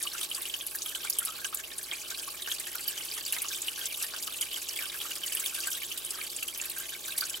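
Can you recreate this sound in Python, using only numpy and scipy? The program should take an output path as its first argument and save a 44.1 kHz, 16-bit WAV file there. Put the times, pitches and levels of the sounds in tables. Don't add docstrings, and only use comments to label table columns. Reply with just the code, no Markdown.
import sys
import numpy as np
from scipy import signal
from scipy.fft import rfft, irfft, next_fast_len
from scipy.io import wavfile
from scipy.ndimage import uniform_filter1d, map_coordinates

SR = 44100
rng = np.random.default_rng(int(sys.argv[2]) if len(sys.argv) > 2 else 0)


def inscribe(sig):
    pcm = np.round(np.clip(np.atleast_2d(sig).T, -1, 1) * 32767)
    wavfile.write(sys.argv[1], SR, pcm.astype(np.int16))


def to_linear_factor(level_db):
    exponent = np.asarray(level_db, float) / 20
    return 10 ** exponent


N = 326340
SPOTS = 5


def unit(x):
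    return x / np.sqrt(np.mean(x ** 2) + 1e-20)


def along(points, hz):
    f, v = np.transpose(points)
    return np.interp(np.log(hz + 1), np.log(f + 1), v)


def wobble(rate_hz):
    knots = rng.standard_normal(int(N * rate_hz / SR) + 4)
    return map_coordinates(knots, [np.arange(N) * rate_hz / SR])


def filtered(x, response):
    m = next_fast_len(N + SR // 4)
    hz = np.fft.rfftfreq(m, 1 / SR)
    return irfft(rfft(x, m) * response(hz), m)[..., :N]


def boosted(modes, hz):
    total = 1
    for centre, width, db in modes:
        damping = 1j * hz * width
        total = total + (to_linear_factor(db) - 1) * damping / (centre * centre - hz * hz + damping)
    return total


# multiple, level_db, left_minus_right_db
HUM = [(1, -69, 5), (3, -81, 0), (4, -85, 0), (6, -75, -2), (7, -74, -2), (8, -73, -2), (9, -79, -2)]
# freq_hz, density_db (per Hz)
BUZZ = [(15, -39), (25, -7), (59, -11), (104, -8.5), (214, -5), (352, -0.5), (550, -4.5), (639, -1),
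        (741, -12), (846, -1), (965, -18), (1100, 1.5), (1300, -13.5), (1690, -43), (2860, -120)]
# freq_hz, width_hz, gain_db
HOUSING = [(143, 47, 9), (348, 35, 5.5), (650, 41, 3), (847, 26, 2.5)]
# freq_hz, left_right_correlation (-1..1)
LIKENESS = [(40, 0.66), (130, -0.53), (200, -0.72), (330, 0.84), (700, 0.64), (1300, 0.48)]


def pump():
    mains_hz = 60
    t = np.arange(N) / SR
    hum = 0
    for k, db, pan_db in HUM:
        level = to_linear_factor(db + 2.5 + 0.31 * wobble(3.06) + np.array([[pan_db / 2], [-pan_db / 2]]))
        phase = 0.65 * wobble(2.25) + np.array([[k], [k + 1.2 / k ** 2]])
        hum = hum + level * np.sin(2 * np.pi * k * mains_hz * t + phase)

    def mid_side(hz):
        turn = np.arccos(np.clip(along(LIKENESS, hz), -1, 1)) / 2
        return to_linear_factor(along(BUZZ, hz)) * boosted(HOUSING, hz) * [np.cos(turn), np.sin(turn)]

    mid, side = filtered(rng.standard_normal((2, N)), mid_side)
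    buzz = unit(np.array([mid + side, mid - side])) * to_linear_factor([[-.4], [.4]])
    return hum + to_linear_factor(-56.5 + 0.25 * wobble(6.8)) * buzz


# time_s, level_db
TRICKLE = [(0.0, -42), (0.64, -45), (0.95, -42.5), (1.67, -47), (2.05, -43.5), (2.5, -43), (2.88, -43),
           (3.36, -41.5), (4.35, -42.5), (4.7, -42.5), (5.73, -41.5), (6.25, -43.5), (6.59, -44),
           (6.96, -43.5), (7.4, -43.5)]


def flow():
    s, db = np.transpose(TRICKLE)
    db = np.interp(np.arange(N) / SR, s, db)
    small_db, small_growth = -2, 0.93
    return to_linear_factor(db.mean() + small_db + small_growth * (db - db.mean())), to_linear_factor(db)


# start_s, peak_db, pitch_hz
SNAPS = [(0.027, -21, 9900), (0.417, -25, 10600), (0.6657, -19.5, 10600), (0.7562, -20, 10800),
         (0.8608, -24, 10700), (1.0986, -14, 11400), (1.1864, -12.5, 10400), (1.2509, -15, 10700),
         (1.545, -18.5, 11600), (2.754, -21.5, 11100), (2.8785, -13.5, 12700), (3.0496, -25.5, 11100),
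         (3.324, -16.5, 10400), (3.671, -26, 10600), (3.973, -24, 12900), (4.025, -19, 10700),
         (4.761, -28, 9700), (5.107, -27, 13500), (5.262, -26, 11100), (5.324, -21, 9800),
         (5.35, -18, 11300), (5.5452, -25, 11000), (6.4783, -22, 10600), (6.5759, -21, 12400),
         (6.655, -23, 11500), (6.6975, -23, 11800), (6.783, -21.5, 12100), (7.1794, -17, 10000),
         (7.2075, -21.5, 11800), (7.2966, -24.5, 10200)]
SPITS = [(0.2118, -24.5, 9000), (0.2402, -26, 8300), (0.348, -23.5, 8600), (0.819, -26.5, 6360),
         (0.952, -30.5, 7040), (1.445, -28, 6300), (1.572, -29, 7000), (1.7828, -22.5, 8800),
         (1.829, -26.5, 9300), (2.1021, -28.5, 6760), (2.5984, -22.5, 8900), (3.4193, -18.5, 9060),
         (3.484, -25.5, 6700), (3.618, -23.5, 8300), (3.8555, -21, 7330), (4.411, -17.5, 8800),
         (5.396, -24, 7800), (5.672, -25.5, 9600), (6.048, -25.5, 9200), (6.106, -23, 7750),
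         (6.3632, -23.5, 8240), (6.428, -26, 8300), (6.6139, -24.5, 7000), (0.181, -30, 7000),
         (0.5387, -31, 6960), (2.0113, -32.5, 6700), (2.544, -32, 8740), (3.146, -31, 9100),
         (5.7035, -28.5, 7700), (5.7678, -38, 9200)]
PLIPS = [(0.07, -26, 2940), (0.3136, -26.5, 2980), (0.4534, -31.5, 2870), (0.539, -25, 3020),
         (0.949, -27.5, 3050), (1.1866, -31.5, 3050), (1.446, -26, 2980), (1.9325, -31, 2400),
         (2.4608, -34.5, 2850), (2.8817, -30, 3020), (2.9753, -33, 3110), (3.3252, -30, 2800),
         (3.682, -22.5, 2910), (4.273, -32.5, 2970), (4.4254, -30, 2980), (4.513, -33.5, 2850),
         (4.561, -31, 2960), (4.789, -31, 2290), (4.8222, -29.5, 2950), (5.013, -30.5, 3030),
         (5.1123, -31, 2850), (5.234, -27.5, 3050), (5.3198, -30.5, 2900), (5.3698, -27, 2950),
         (5.8314, -31, 3040), (5.915, -30, 2880), (6.4262, -29, 2690), (6.4832, -30.5, 3060),
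         (6.5986, -31, 2650), (7.341, -30, 3070)]


def lesser(count, top_db, range_db, favoured_hz, octaves):
    luck = rng.random((count, 4))
    s = (np.arange(count) + luck[:, 0]) / count * (N - 1) / SR
    centre_hz = np.take(favoured_hz, (luck[:, 1] * len(favoured_hz)).astype(int))
    hz = centre_hz * 2 ** (octaves * (luck[:, 2] - .5))
    trickle_db = np.interp(s, *np.transpose(TRICKLE))
    lull_s, lull_db = .03, -7.5
    wait_s = np.transpose(PLIPS + SPITS + SNAPS)[0][:, None] - s
    calm_db = lull_db * np.any((wait_s > 0) & (wait_s < lull_s), axis=0)
    db = top_db - range_db * luck[:, 3] + trickle_db - trickle_db.mean() + calm_db
    return list(zip(s, db, hz))


GLUGS = [(0.0513, -40, 1140), (0.1463, -37.5, 1370), (0.2108, -42, 1260), (1.0478, -35.5, 1470),
         (1.2163, -39.5, 1380), (1.269, -36.5, 1260), (1.284, -35.5, 1265), (1.3865, -42, 1450),
         (1.526, -36, 1247), (2.2758, -39.5, 1126), (2.7488, -37.5, 1410), (3.4447, -38, 1160),
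         (4.137, -34, 1510), (4.2737, -37, 1245), (5.0502, -34.5, 1263), (6.1837, -41, 1260),
         (7.221, -32.5, 1470)]
GULPS = [(0.7477, -36, 1700), (0.953, -34, 1560), (1.417, -42, 1590), (1.4448, -32.5, 1600),
         (1.593, -40, 1660), (1.717, -43, 1760), (1.791, -43.5, 1680), (1.9194, -33, 2120),
         (2.109, -36, 1527), (2.4736, -29.5, 1584), (2.6685, -39, 1680), (3.1787, -38.5, 1920),
         (3.331, -38.5, 1780), (3.3645, -35.5, 2030), (3.7764, -35.5, 1570), (3.8112, -40, 1540),
         (4.0405, -40, 1790), (4.5728, -40, 1530), (4.808, -37, 1690), (4.9417, -37.5, 1690),
         (5.4187, -36.5, 1540), (5.578, -35, 1537), (5.669, -26.5, 1560), (6.133, -40, 1560),
         (6.6194, -40, 1810), (6.7622, -34.5, 1560), (6.8044, -40, 1590), (6.833, -42, 1600),
         (6.9208, -39.5, 1620), (7.0813, -34.5, 1560)]
BLIPS = [(0.18, -36, 2800), (1.0715, -39, 2300), (2.146, -38.5, 2520), (2.6662, -39, 2600),
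         (3.5309, -35, 2470), (3.922, -38.5, 2350), (4.014, -35, 2650), (4.343, -34.5, 2750),
         (5.437, -37.5, 2240), (5.6344, -31, 2770), (5.8197, -33.5, 2250), (6.2133, -36, 2300),
         (6.9481, -38.5, 2230), (7.1206, -36, 2600)]
PLINKS = [(0.2114, -29.5, 3247), (0.2307, -28.5, 3680), (0.3466, -28.5, 4770), (0.4962, -28.5, 3290),
          (0.6097, -26, 3290), (0.8601, -27.5, 3290), (1.1273, -30.5, 5130), (1.913, -22, 3290),
          (2.5157, -19, 3290), (2.8838, -27.5, 4730), (3.114, -28.5, 4820), (3.1773, -30.5, 3280),
          (3.2616, -28.5, 4650), (3.3837, -33.5, 3740), (3.9434, -35, 3600), (4.1623, -31.5, 3300),
          (4.412, -29.5, 3250), (4.5416, -27.5, 3290), (4.7616, -32, 3360), (4.8983, -31, 3670),
          (5.46, -21.5, 3290), (5.7498, -34.5, 3350), (6.267, -36, 4500), (6.3014, -34, 4570),
          (7.1054, -34, 3780), (7.1766, -28, 4570), (7.209, -24, 4650), (7.2367, -30, 4270),
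          (5.002, -33, 3330), (2.1857, -36.5, 3160)]


def bursts():
    large = GLUGS + GULPS + lesser(
        count=36, top_db=-42.5, range_db=11, favoured_hz=[1260, 1560, 1560, 1754], octaves=0.077)
    smaller = BLIPS + PLIPS + PLINKS + lesser(
        count=90, top_db=-32.5, range_db=11,
        favoured_hz=[2900, 3040, 3050, 3426, 3620, 4330, 4680], octaves=0.15)
    films = SPITS + SNAPS + lesser(
        count=70, top_db=-29, range_db=1.5, favoured_hz=[6800, 8300, 10600, 12700], octaves=0.16)
    return large, smaller, films


def pings(s, db, hz, cycles, rise, size):
    t = np.arange(size) / SR
    luck = rng.random((len(s), 3))
    life_s = (cycles * (0.35 + 0.39 * luck[:, 0]) / hz)[:, None]
    turns = hz[:, None] * t * (1 + rise * np.minimum(t / life_s, 3) / 2) + luck[:, 1:2]
    envelope = np.exp(-t / life_s) * (1 - np.exp(-6 * t / life_s))
    wave = to_linear_factor(db)[:, None] * envelope * np.sin(2 * np.pi * turns)
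    spot = (luck[:, 2] * SPOTS).astype(int)
    start = spot * (N + size) + np.clip(s * SR, 0, N - 1).astype(int)
    index = start[:, None] + np.arange(size)
    line = np.bincount(index.ravel(), wave.ravel(), SPOTS * (N + size))
    return line.reshape(SPOTS, -1)[:, :N]


# freq_hz, width_hz, gain_db
LID = [(1260, 29, 4), (1560, 45, 6.5), (1722, 32, 0.5), (1990, 140, -7.5), (2300, 25, -4), (2980, 130, 3),
       (3290, 44, 5.5), (3740, 180, 1.5), (4650, 490, 3.5), (7930, 190, 3), (10600, 1250, 4),
       (12800, 2100, 4)]


def heard_bubbles(large, smaller, films):
    out = 0
    for rows, boost_db, cycles, rise, tick_db, tick_hz in [
            (large, 4, 7, .01, 5, 1500),
            (smaller, 4, 9, .01, 1, 4500),
            (films, 2.1, 8, .02, -6, 9000)]:
        s, db, hz = np.transpose(rows)
        db = db + boost_db - 20 * np.log10(np.abs(boosted(LID, hz)))
        out = out + pings(s, db, hz, cycles, rise, size=800)
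        out = out + pings(s, db + tick_db, tick_hz + 0 * hz, 0.39, 0, size=40)
    s, db, hz = np.repeat(np.transpose(films), 4, axis=1)
    luck = rng.random((len(s), 2))
    later = luck[:, 0] ** 2
    drop_hz = np.minimum(hz * 2 ** (0.94 * luck[:, 1] - .4), 15500)
    return out + pings(s + .009 * later, db - 3 - 5 * later, drop_hz, 5.9, 0.041, size=250)


def stirring(rows, linger_s=0.011):
    s, db, _ = np.transpose(rows)
    kicks = np.bincount((s * SR).astype(int), to_linear_factor((db + 36) / 2), N)
    shake = np.log(0.45 + signal.lfilter([1], [1, -np.exp(-1 / (linger_s * SR))], kicks))
    return unit(shake - shake.mean()) + 0.59 * wobble(60)


def swarm(level_db, clumps, count, centre_hz, octaves, cycles, spread_db, clump_db, size):
    luck = rng.random((count, 2))
    s = luck[:, 0] * N / SR
    hz = np.clip(centre_hz * 2 ** (octaves * rng.standard_normal(count)), 1000, 16000)
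    db = spread_db * luck[:, 1] + clump_db * clumps[(s * SR).astype(int)]
    return to_linear_factor(level_db) * unit(pings(s, db, hz, cycles, 0.041, size))


def froth(clumps):
    small, fizz = flow()
    low = swarm(-29.5, clumps, count=600, centre_hz=1507, octaves=0.23, cycles=5.9,
                spread_db=25, clump_db=0.5, size=700)
    middle = swarm(-16.5, clumps, count=2600, centre_hz=3224, octaves=.4, cycles=7.8,
                   spread_db=14.5, clump_db=1.0, size=400)
    ticks = swarm(-20.5, clumps, count=1300, centre_hz=6260, octaves=0.47, cycles=0.83,
                  spread_db=12, clump_db=2.0, size=40)
    high = swarm(-12.5, clumps, count=5500, centre_hz=10970, octaves=0.492, cycles=6.2,
                 spread_db=13, clump_db=2.5, size=160)
    return small * (low + middle) + fizz * (ticks + high)


# freq_hz, t60_s
ECHO = [(1000, 0.078), (3000, 0.028), (8000, 0.023), (15000, 0.0095)]


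def tank(spots, echo_db=12, late_db=-20, side_db=-5):
    hz, t, z = signal.stft(rng.standard_normal((2, SPOTS, SR // 5)), SR, nperseg=128)
    fade = to_linear_factor(-60 * t / along(ECHO, hz)[:, None]) + to_linear_factor(late_db - 60 * t / 0.076)
    mid, side = signal.istft(z * fade, SR, nperseg=128)[1]
    scale = to_linear_factor(echo_db) / np.linalg.norm(mid, axis=1, keepdims=True)
    tails = scale * np.array([mid + to_linear_factor(side_db) * side, mid - to_linear_factor(side_db) * side])
    tails[..., 0] += 1
    m = next_fast_len(N + SR // 4)
    paths = rfft(tails, m)
    paths = paths / np.sqrt(uniform_filter1d(np.abs(paths) ** 2, size=1800))
    echoed = irfft(np.sum(rfft(spots, m) * paths, axis=1), m)[:, :N]

    def colour(f):
        no_bass = (1j * f / (400 + 1j * f)) ** 2
        dull_top = 1 + 1j * f / 14000
        return boosted(LID, f) * no_bass / dull_top

    return filtered(echoed, colour) * to_linear_factor([[7.5], [8.5]])


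# freq_hz, density_db (per Hz)
SPRAY = [(700, -23), (1500, -22), (2000, -20), (3000, -6.5), (6000, -6), (10500, -7), (13500, -4.5),
         (16000, -10)]


def spray(clumps):
    mid, side = filtered(rng.standard_normal((2, N)), lambda hz: to_linear_factor(along(SPRAY, hz)))
    swell = to_linear_factor(-6 + 0.59 * uniform_filter1d(clumps, size=400))
    fizz = flow()[1]
    return swell * fizz * unit(np.array([mid + 0.24 * side, mid - 0.52 * side]))


def scene():
    large, smaller, films = bursts()
    clumps = stirring(large + smaller + films)
    surface = heard_bubbles(large, smaller, films) + froth(clumps)
    return tank(surface) + spray(clumps) + pump()


def top_cut(x):
    return signal.sosfilt(signal.butter(12, 17020, fs=SR, output="sos"), x)


def record(dry):
    top_hz = 15850
    mix = filtered(dry, lambda hz: hz < top_hz)
    return top_cut(mix)


dry = scene()
out = record(dry)
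inscribe(out)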